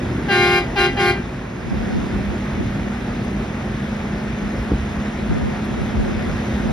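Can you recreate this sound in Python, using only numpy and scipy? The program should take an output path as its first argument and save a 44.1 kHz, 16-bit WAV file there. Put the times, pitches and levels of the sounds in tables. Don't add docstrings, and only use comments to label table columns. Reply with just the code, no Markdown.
import sys
import numpy as np
from scipy import signal
from scipy.fft import rfft, irfft
from scipy.io import wavfile
from scipy.ndimage import uniform_filter1d

SR = 44100
rng = np.random.default_rng(int(sys.argv[2]) if len(sys.argv) > 2 else 0)


def transcribe(u):
    v = np.clip(np.atleast_2d(u).T, -1, 1)
    q = np.round(v * 32767).astype(np.int16)
    wavfile.write(sys.argv[1], SR, q)


N = 296352
TIME, FREQS = np.arange(N) / SR, np.fft.rfftfreq(N, 1 / SR)
SPLIT = np.array([[.5], [-.5]])

# (valve opens [s], shuts [s], level [dB], fill time [s], bite [share], brassy edge [dB])
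BLASTS = [(0.282, 0.585, 0, 0.016, 0.82, 0.3), (0.757, 0.858, 0.24, 0.011, 0.51, 2),
          (0.965, 1.104, 0, 0.018, 0.35, -2.5)]
# (pitch [Hz], onset delay [s], initial sharpness [share of pitch], initial
REEDS = [(356.8, .016, .026, .024, -.008, .052), (397.0, .002, .008, .016, .006, .028)]
LOW_BELL = [-24, -31, -30.5, -27.5, -32.5, -25, -34, -40, -39, -44.5, -44.5, -41.5, -52, -49, -49.5, -60,
            -63, -60]
HIGH_BELL = [-23.2, -25.5, -33, -26.5, -31, -26.3, -31, -35, -41.5, -37, -39.5, -38.5, -44, -52, -52, -51,
             -50, -63]
# (frequency [Hz], gain in the opening bite [dB], gain as the air drains [dB])
BLAST_COLOUR = [(380, -0.5, 3), (800, 0, 0), (1430, 0, -4), (1590, 8, -7), (1800, 3, -2), (1985, 3, 0.5),
                (2180, -3.5, 2), (2400, -2, 0), (2770, 7.5, 6), (3170, 0.5, 3), (4000, 2, 3), (4800, -1, 2)]
# (frequency [Hz], relative density [dB])
RUSH_SPECTRUM = [(200, -22), (450, -28), (1000, -9), (2200, 5), (3200, 3), (4600, -2.5), (6500, -4.5),
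                 (9500, -5), (12000, -24), (13000, -44)]
SPLUTTER_SPECTRUM = [(400, -15), (800, -4), (1200, -6), (1700, 0), (2600, -2), (4500, -14), (8000, -31)]
# (delay at 1 s [s], level at 1 s [dB], Doppler factor [ratio], growth [dB/s])
ECHOES = [(.03606, -1, .99995, -2), (.085, -10, .994, 14)]
# (frequency [Hz], gain [dB])
REFLECTANCES = [
    [(350, -9), (800, -26), (1600, -20), (1800, -18), (1985, 0), (2140, -18), (2400, -20), (2800, -8),
     (3300, -13), (4000, -14), (9000, -32)],
    [(350, -3), (800, -18), (1430, -16), (1590, -2.5), (1800, -14), (2140, -18), (2400, -6), (2800, -11),
     (4000, -14), (9000, -28)],
]
# (frequency [multiple of the drone], level [dB])
ENGINE_ORDERS = [(1 / 3, -19.5), (2 / 3, -17.5), (1, 0), (3 / 2, -16.5), (2, -17.5), (3, -26)]
# (time [s], drone [Hz])
FAR_DRONE = [(.5, 228), (1, 247), (1.3, 235), (1.6, 228), (2.45, 238), (2.85, 238), (3.45, 231),
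             (3.95, 234), (4.6, 231), (5.35, 239), (6.72, 243)]
# (time [s], level [dB])
NEARNESS = [(0, 0), (.95, -0.3), (1.52, -6), (1.83, 0.5), (2.3, 0), (3.7, -0.5), (4.7, 0.5), (5.7, 1),
            (6.5, 2.5)]
# (time [s], half length [s], throb gain [dB], exhaust gain [dB])
LOAD_SURGES = [(0.116, 0.2, 2, 2.5), (1.767, 0.041, 7, 2), (2.237, 0.093, 3, 2), (2.56, 0.28, 4.5, 2),
               (3.31, 0.095, 2, 2.5), (4.55, 0.087, 6, 1.5), (5.85, 0.033, 7, 3.5), (6.32, 0.06, 6, 1),
               (6.596, 0.14, 5, 2.5)]
# (frequency [Hz], relative density [dB])
THROB_SPECTRUM = [(15, -39), (25, -33), (33, -24), (45, 0), (60, 2.5), (80, 0), (120, -11.5), (250, -55.5)]
EXHAUST_SPECTRUM = [(30, -11), (50, -1), (85, -4.5), (130, 0), (185, -3), (260, -4.5), (310, -9.5),
                    (360, -6), (440, -17), (700, -34), (1500, -61.5)]
TREAD_SPECTRUM = [(150, -2), (350, -8), (520, 0), (750, -2), (1050, -7), (1500, -6), (2000, -7),
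                  (2700, -12.5), (4500, -49.5)]
HISS_SPECTRUM = [(1200, -47), (2600, 2.5), (3500, 7), (4500, -1), (5400, -0.5), (6800, -2.5), (8300, -7.5),
                 (10000, -14), (13000, -24)]
# (time [s], level [dB])
JOLTS = [(4.141, -17), (4.702, -15), (4.7165, -1.5), (4.7335, -8)]
# (frequency [Hz], level [dB], time to fall 60 dB [s])
TRAILER_MODES = [(62, -9, .085), (170, -6, .03), (300, -3.5, .022), (450, -14, .02)]
# (time [s], initial rms level [dB], pitch [Hz])
GRIT_TICKS = [(.228, -55, 9500), (2.635, -60, 9500), (3.24, -49, 9500), (5.645, -50, 10900)]
# (time [s], half length [s], level [dB])
GUSTS = [(1.723, 0.12, -32), (1.988, 0.2, -21), (2.306, 0.039, -26), (2.62, 0.047, -26),
         (2.827, 0.072, -31), (4.5, 0.36, -46), (5.39, 0.14, -21), (5.788, 0.051, -26), (6.057, 0.25, -24),
         (6.702, 0.079, -19)]
# (frequency [Hz], relative density [dB])
GUST_SPECTRUM = [(30, -14), (70, 4.5), (150, 9), (250, 3.5), (400, -1), (650, -10), (1000, -20),
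                 (1800, -52)]
# (frequency [Hz], phase lead of left [rad], horn level left minus right [dB])
PORTS = [(250, 0, .5), (410, -.25, 1.5), (740, .3, 1), (1150, .25, 1), (1950, .8, .5), (2150, 1.5, 1),
         (2500, 1.8, 2), (2820, 2.1, 6.5), (3180, -.9, 7), (3570, .2, 1), (3950, .3, -2.5), (4330, .8, -1),
         (4780, -.9, 0), (5200, 0, 0), (6000, 1.3, 0), (7000, 2.9, 0), (8600, 3.6, 0), (10000, 6.2, 0),
         (12200, 6.3, 0), (13000, 8.8, 0)]
# (frequency [Hz], coherence [0 to 1])
COHERENCE = [(60, 0.92), (130, 1), (300, 1), (590, 0.36), (1260, 0.91), (2690, 0.25), (5750, 1), (10000, 1)]
# (frequency [Hz], left minus right [dB])
ROAD_BALANCE = [(60, -1), (110, -1), (200, 1), (350, 0.5), (640, -1.5), (1160, -3), (2090, 1.5), (3770, 0),
                (6810, 0.5), (12300, 3)]
# (time [s], left minus right [dB])
ROAD_SHIFT = [(0, 0), (1.25, 0.5), (1.7, -1), (2.25, -0.7), (2.8, 0), (4.5, 0.3), (6.7, 0.4)]

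LOW_FALL_S, HIGH_FALL_S = .0278, .0366


def horn(spit=1.6, rush_db=-37, splutter_db=-26.5):
    chord = trumpet(*REEDS[0], LOW_BELL, LOW_FALL_S) + trumpet(*REEDS[1], HIGH_BELL, HIGH_FALL_S)
    sum_tones = .35 * butterworth(chord ** 2, 2, 1200, "high")
    air, fresh = pressure(late=.025, fall=LOW_FALL_S)[:2]
    rush = amp(rush_db) * noise(RUSH_SPECTRUM, patchy_db=1.5, spread=.5)
    rush *= air * (1 + spit * fresh)
    opening, dying = pressure(late=0, fall=LOW_FALL_S, settle=.022, quick=4)[:2]
    splutter = amp(splutter_db) * opening * dying * noise(SPLUTTER_SPECTRUM, patchy_db=2.5, spread=.5)
    return chord + sum_tones + rush + splutter


def trumpet(hz, late, sharp, rough, slack, pull, bell, fall, waver_db=1.23, bloom=.046):
    air, fresh, bite, drained, edge = pressure(late, fall)
    chirp, catching = pressure(late - .006, fall, settle=.011, quick=2)[:2]
    on = chirp > .001
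    slide = np.cumsum(hz * .055 * catching)[on] / SR
    jitter = (.0014 + rough * fresh) * wander(170) + .0009 * wander(16)
    pitch = hz * (1 + sharp * fresh + slack * drained ** 2 + jitter)
    beat_hz = REEDS[1][0] - REEDS[0][0]
    tug = pull * np.sin(2 * np.pi * beat_hz * TIME) / (2 * np.pi)
    turns = (np.cumsum(pitch) / SR + tug)[on]
    port_hz, leads, balances = np.transpose(PORTS)
    colour_hz, bite_db, drain_db = np.transpose(BLAST_COLOUR)
    out = np.zeros((2, N))
    for k in range(1, 35):
        partial_hz = k * hz
        db = bell[k - 1] if k <= len(bell) else -60 - .2 * (k - len(bell))
        db += np.interp(partial_hz, colour_hz, bite_db) * bite[on]
        db += np.interp(partial_hz, colour_hz, drain_db) * drained[on]
        db += edge[on] * np.exp(-((partial_hz - 3100) / 800) ** 2)
        db += waver_db * min(k / 4, 2) * wander(12)[on]
        drive, cycle = (chirp[on], turns + slide) if k == 2 else (air[on] ** (1 + bloom * k), turns)
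        lead, left_db = np.interp(partial_hz, port_hz, leads), np.interp(partial_hz, port_hz, balances)
        phase = 2 * np.pi * (k * cycle + rng.random())
        out[:, on] += amp(db + SPLIT * left_db) * drive * np.cos(phase + SPLIT * lead)
    return np.sqrt(2) * out


def pressure(late, fall, settle=.0321, quick=1, bite_s=.11):
    air, fresh, bite, drained, edge = np.zeros((5, N))
    for opens, shuts, db, rise, bite_share, edge_db in BLASTS:
        age = np.maximum(TIME - opens - late, 0)
        begun, carry_over = age > 0, np.exp(-age / rise)
        remaining = np.exp(-np.maximum(TIME - shuts, 0) / fall)
        air += amp(db) * (1 - np.exp(-quick * age / rise)) * remaining
        fresh += begun * np.exp(-age / settle)
        bite += bite_share * begun * np.exp(-(age / bite_s) ** 4)
        drained = np.where(begun, 1 - remaining + drained * carry_over, drained)
        edge = np.where(begun, edge_db + (edge - edge_db) * carry_over, edge)
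    return air, fresh, bite, drained, edge


def reflections(source, tail_db=-16.5, tail_t60=.31, tail_hz=3200, taps_per_s=2000):
    echoes = np.zeros((2, N))
    growth_time = np.minimum(TIME, BLASTS[-1][1]) - 1
    for (delay, db, doppler, growth), wall in zip(ECHOES, REFLECTANCES):
        emitted = (TIME - delay - 1) * doppler + 1
        delayed = np.array([np.interp(emitted, TIME, port) for port in source])
        echoes += equalise(delayed * amp(growth * growth_time), db + spectrum_at_bins(wall))
    t = TIME[:SR]
    taps = rng.standard_normal((2, SR)) * (rng.random((2, SR)) < taps_per_s / SR)
    taps *= amp(-60 * t / tail_t60) * (t > .008)
    tail = signal.fftconvolve(source, taps / np.linalg.norm(taps[0]), axes=1)[:, :N]
    return echoes + amp(tail_db) * butterworth(tail, 2, tail_hz)


def near_engine(db=-30, shadow_db=-16, clear_s=1.74, transition_s=.067):
    screened = .5 - .5 * np.tanh((TIME - clear_s) / transition_s)
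    return engine(near_drone_hz(), db + shadow_db * screened, lead=.12, waver=.0044, flutter_db=2)


def near_drone_hz(start_hz=191.5, cruise_hz=213.2, pickup_s=3.5):
    return cruise_hz + (start_hz - cruise_hz) * np.exp(-TIME / pickup_s)


def far_engine():
    return engine(curve(FAR_DRONE), db=-34.5, lead=.14, waver=.003, flutter_db=2.5)


def engine(hz, db, lead, waver, flutter_db, left_db=-1):
    turns = np.cumsum(hz * (1 + waver * wander(8.1))) / SR
    level_db = db + curve(NEARNESS)
    drone = np.zeros(N, complex)
    for order, order_db in ENGINE_ORDERS:
        size = amp(level_db + order_db + flutter_db * wander(24))
        drone += size * np.exp(2j * np.pi * (order * turns + rng.random()))
    return np.sqrt(2) * (drone * amp(SPLIT * left_db) * np.exp(1j * SPLIT * lead)).real


def exhaust_rumble(chug_db=2.2, cycles_per_chug=6, recede_db_per_s=-.38):
    near_db = curve(NEARNESS)
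    throb_db = -35 + 1.9 * near_db
    exhaust_db = -26 + .37 * near_db + recede_db_per_s * TIME
    for time, half_length, throb_gain, exhaust_gain in LOAD_SURGES:
        throb_db += throb_gain * swell(time, half_length)
        exhaust_db += exhaust_gain * swell(time, half_length)
    exhaust_db += chug_db * np.cos(2 * np.pi * np.cumsum(near_drone_hz() / cycles_per_chug) / SR)
    throb = amp(throb_db) * noise(THROB_SPECTRUM, patchy_db=3.5, spread=.58)
    return throb + amp(exhaust_db) * noise(EXHAUST_SPECTRUM, patchy_db=1, spread=.81)


def tyres(flicker_db=.42):
    near_db = curve(NEARNESS)
    roar = amp(-31.5 + .59 * near_db) * noise(TREAD_SPECTRUM, patchy_db=.9)
    hiss = amp(-44.5 + .69 * near_db) * noise(HISS_SPECTRUM, patchy_db=.9)
    return amp(flicker_db * wander(130)) * (roar + hiss)


def trailer_knocks():
    out = np.zeros(N)
    for time, db in JOLTS:
        age = np.clip(TIME - time, 0, 1)
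        for hz, mode_db, t60 in TRAILER_MODES:
            out += amp(db + mode_db - 60 * age / t60) * np.sin(2 * np.pi * hz * age)
    return butterworth(out, 6, 520)


def grit(t60=.11, q=45):
    out = np.zeros((2, N))
    for time, db, hz in GRIT_TICKS:
        age = np.maximum(TIME - time, 0)
        tick = signal.lfilter(*signal.iirpeak(hz, q, SR), rng.standard_normal((2, N)))
        out += amp(db - 60 * age / t60) * (age > 0) * unit_rms(tick)
    return out


def wind(lump_db=2.5, lump_hz=16):
    level = sum(amp(db) * swell(time, half_length) for time, half_length, db in GUSTS)
    buffet = level * amp(lump_db * wander(lump_hz)) * noise(GUST_SPECTRUM, patchy_db=4)[0]
    return np.array([buffet, -buffet])


def noise(spectrum, patchy_db, spread=1):
    common, apart = rfft(rng.standard_normal((2, N)))
    angle = spread * np.arccos(np.clip(spectrum_at_bins(COHERENCE), 0, 1)) / 2
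    mid, side = common * np.cos(angle), apart * np.sin(angle)
    lead = np.interp(FREQS, *np.transpose(PORTS)[:2])
    pair = np.array([mid + side, mid - side]) * np.exp(1j * SPLIT * lead)
    frames = signal.stft(irfft(pair, N), nperseg=512)[2]
    patches = uniform_filter1d(rng.standard_normal(frames.shape[1:]), size=9, axis=0)
    patches = unit_rms(uniform_filter1d(patches, size=10, axis=1))
    white = signal.istft(frames * amp(patchy_db * patches), nperseg=512)[1][:, :N]
    return unit_rms(equalise(white, spectrum_at_bins(spectrum)))


def wander(rate_hz, points=8192):
    hz = np.fft.rfftfreq(points, N / SR / points)
    slow = irfft(rfft(rng.standard_normal(points)) / (1 + (hz / rate_hz) ** 4))
    return unit_rms(np.interp(TIME, np.linspace(0, N / SR, points), slow))


def swell(time, half_length):
    return np.exp(-((TIME - time) / half_length) ** 2)


def curve(table):
    return np.interp(TIME, *np.transpose(table))


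def spectrum_at_bins(table):
    hz, value = np.transpose(table)
    return np.interp(np.log(FREQS + 1), np.log(hz + 1), value)


def equalise(x, gain_db):
    return irfft(rfft(x) * amp(gain_db), N)


def butterworth(x, order, hz, kind="low"):
    return signal.sosfilt(signal.butter(order, hz, kind, fs=SR, output="sos"), x)


def amp(db):
    return 10 ** (np.asarray(db) / 20)


def unit_rms(x):
    return x / np.sqrt(np.mean(x ** 2) + 1e-20)


def scene():
    blasts = horn()
    road = equalise(exhaust_rumble() + tyres(), SPLIT * spectrum_at_bins(ROAD_BALANCE))
    road *= amp(SPLIT * curve(ROAD_SHIFT))
    return (blasts + reflections(blasts) + near_engine() + far_engine()
            + road + trailer_knocks() + grit() + wind())


def record(dry, ceiling=.9, top_hz=12915):
    lean = butterworth(dry, 8, 38, "high")
    rounded = lean / (1 + (lean / ceiling) ** 8) ** (1 / 8)
    low_pass = signal.firwin(511, top_hz, window=("kaiser", 9), fs=SR)
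    return signal.oaconvolve(rounded, low_pass[None], "same")


dry = scene()
out = record(dry)
transcribe(out)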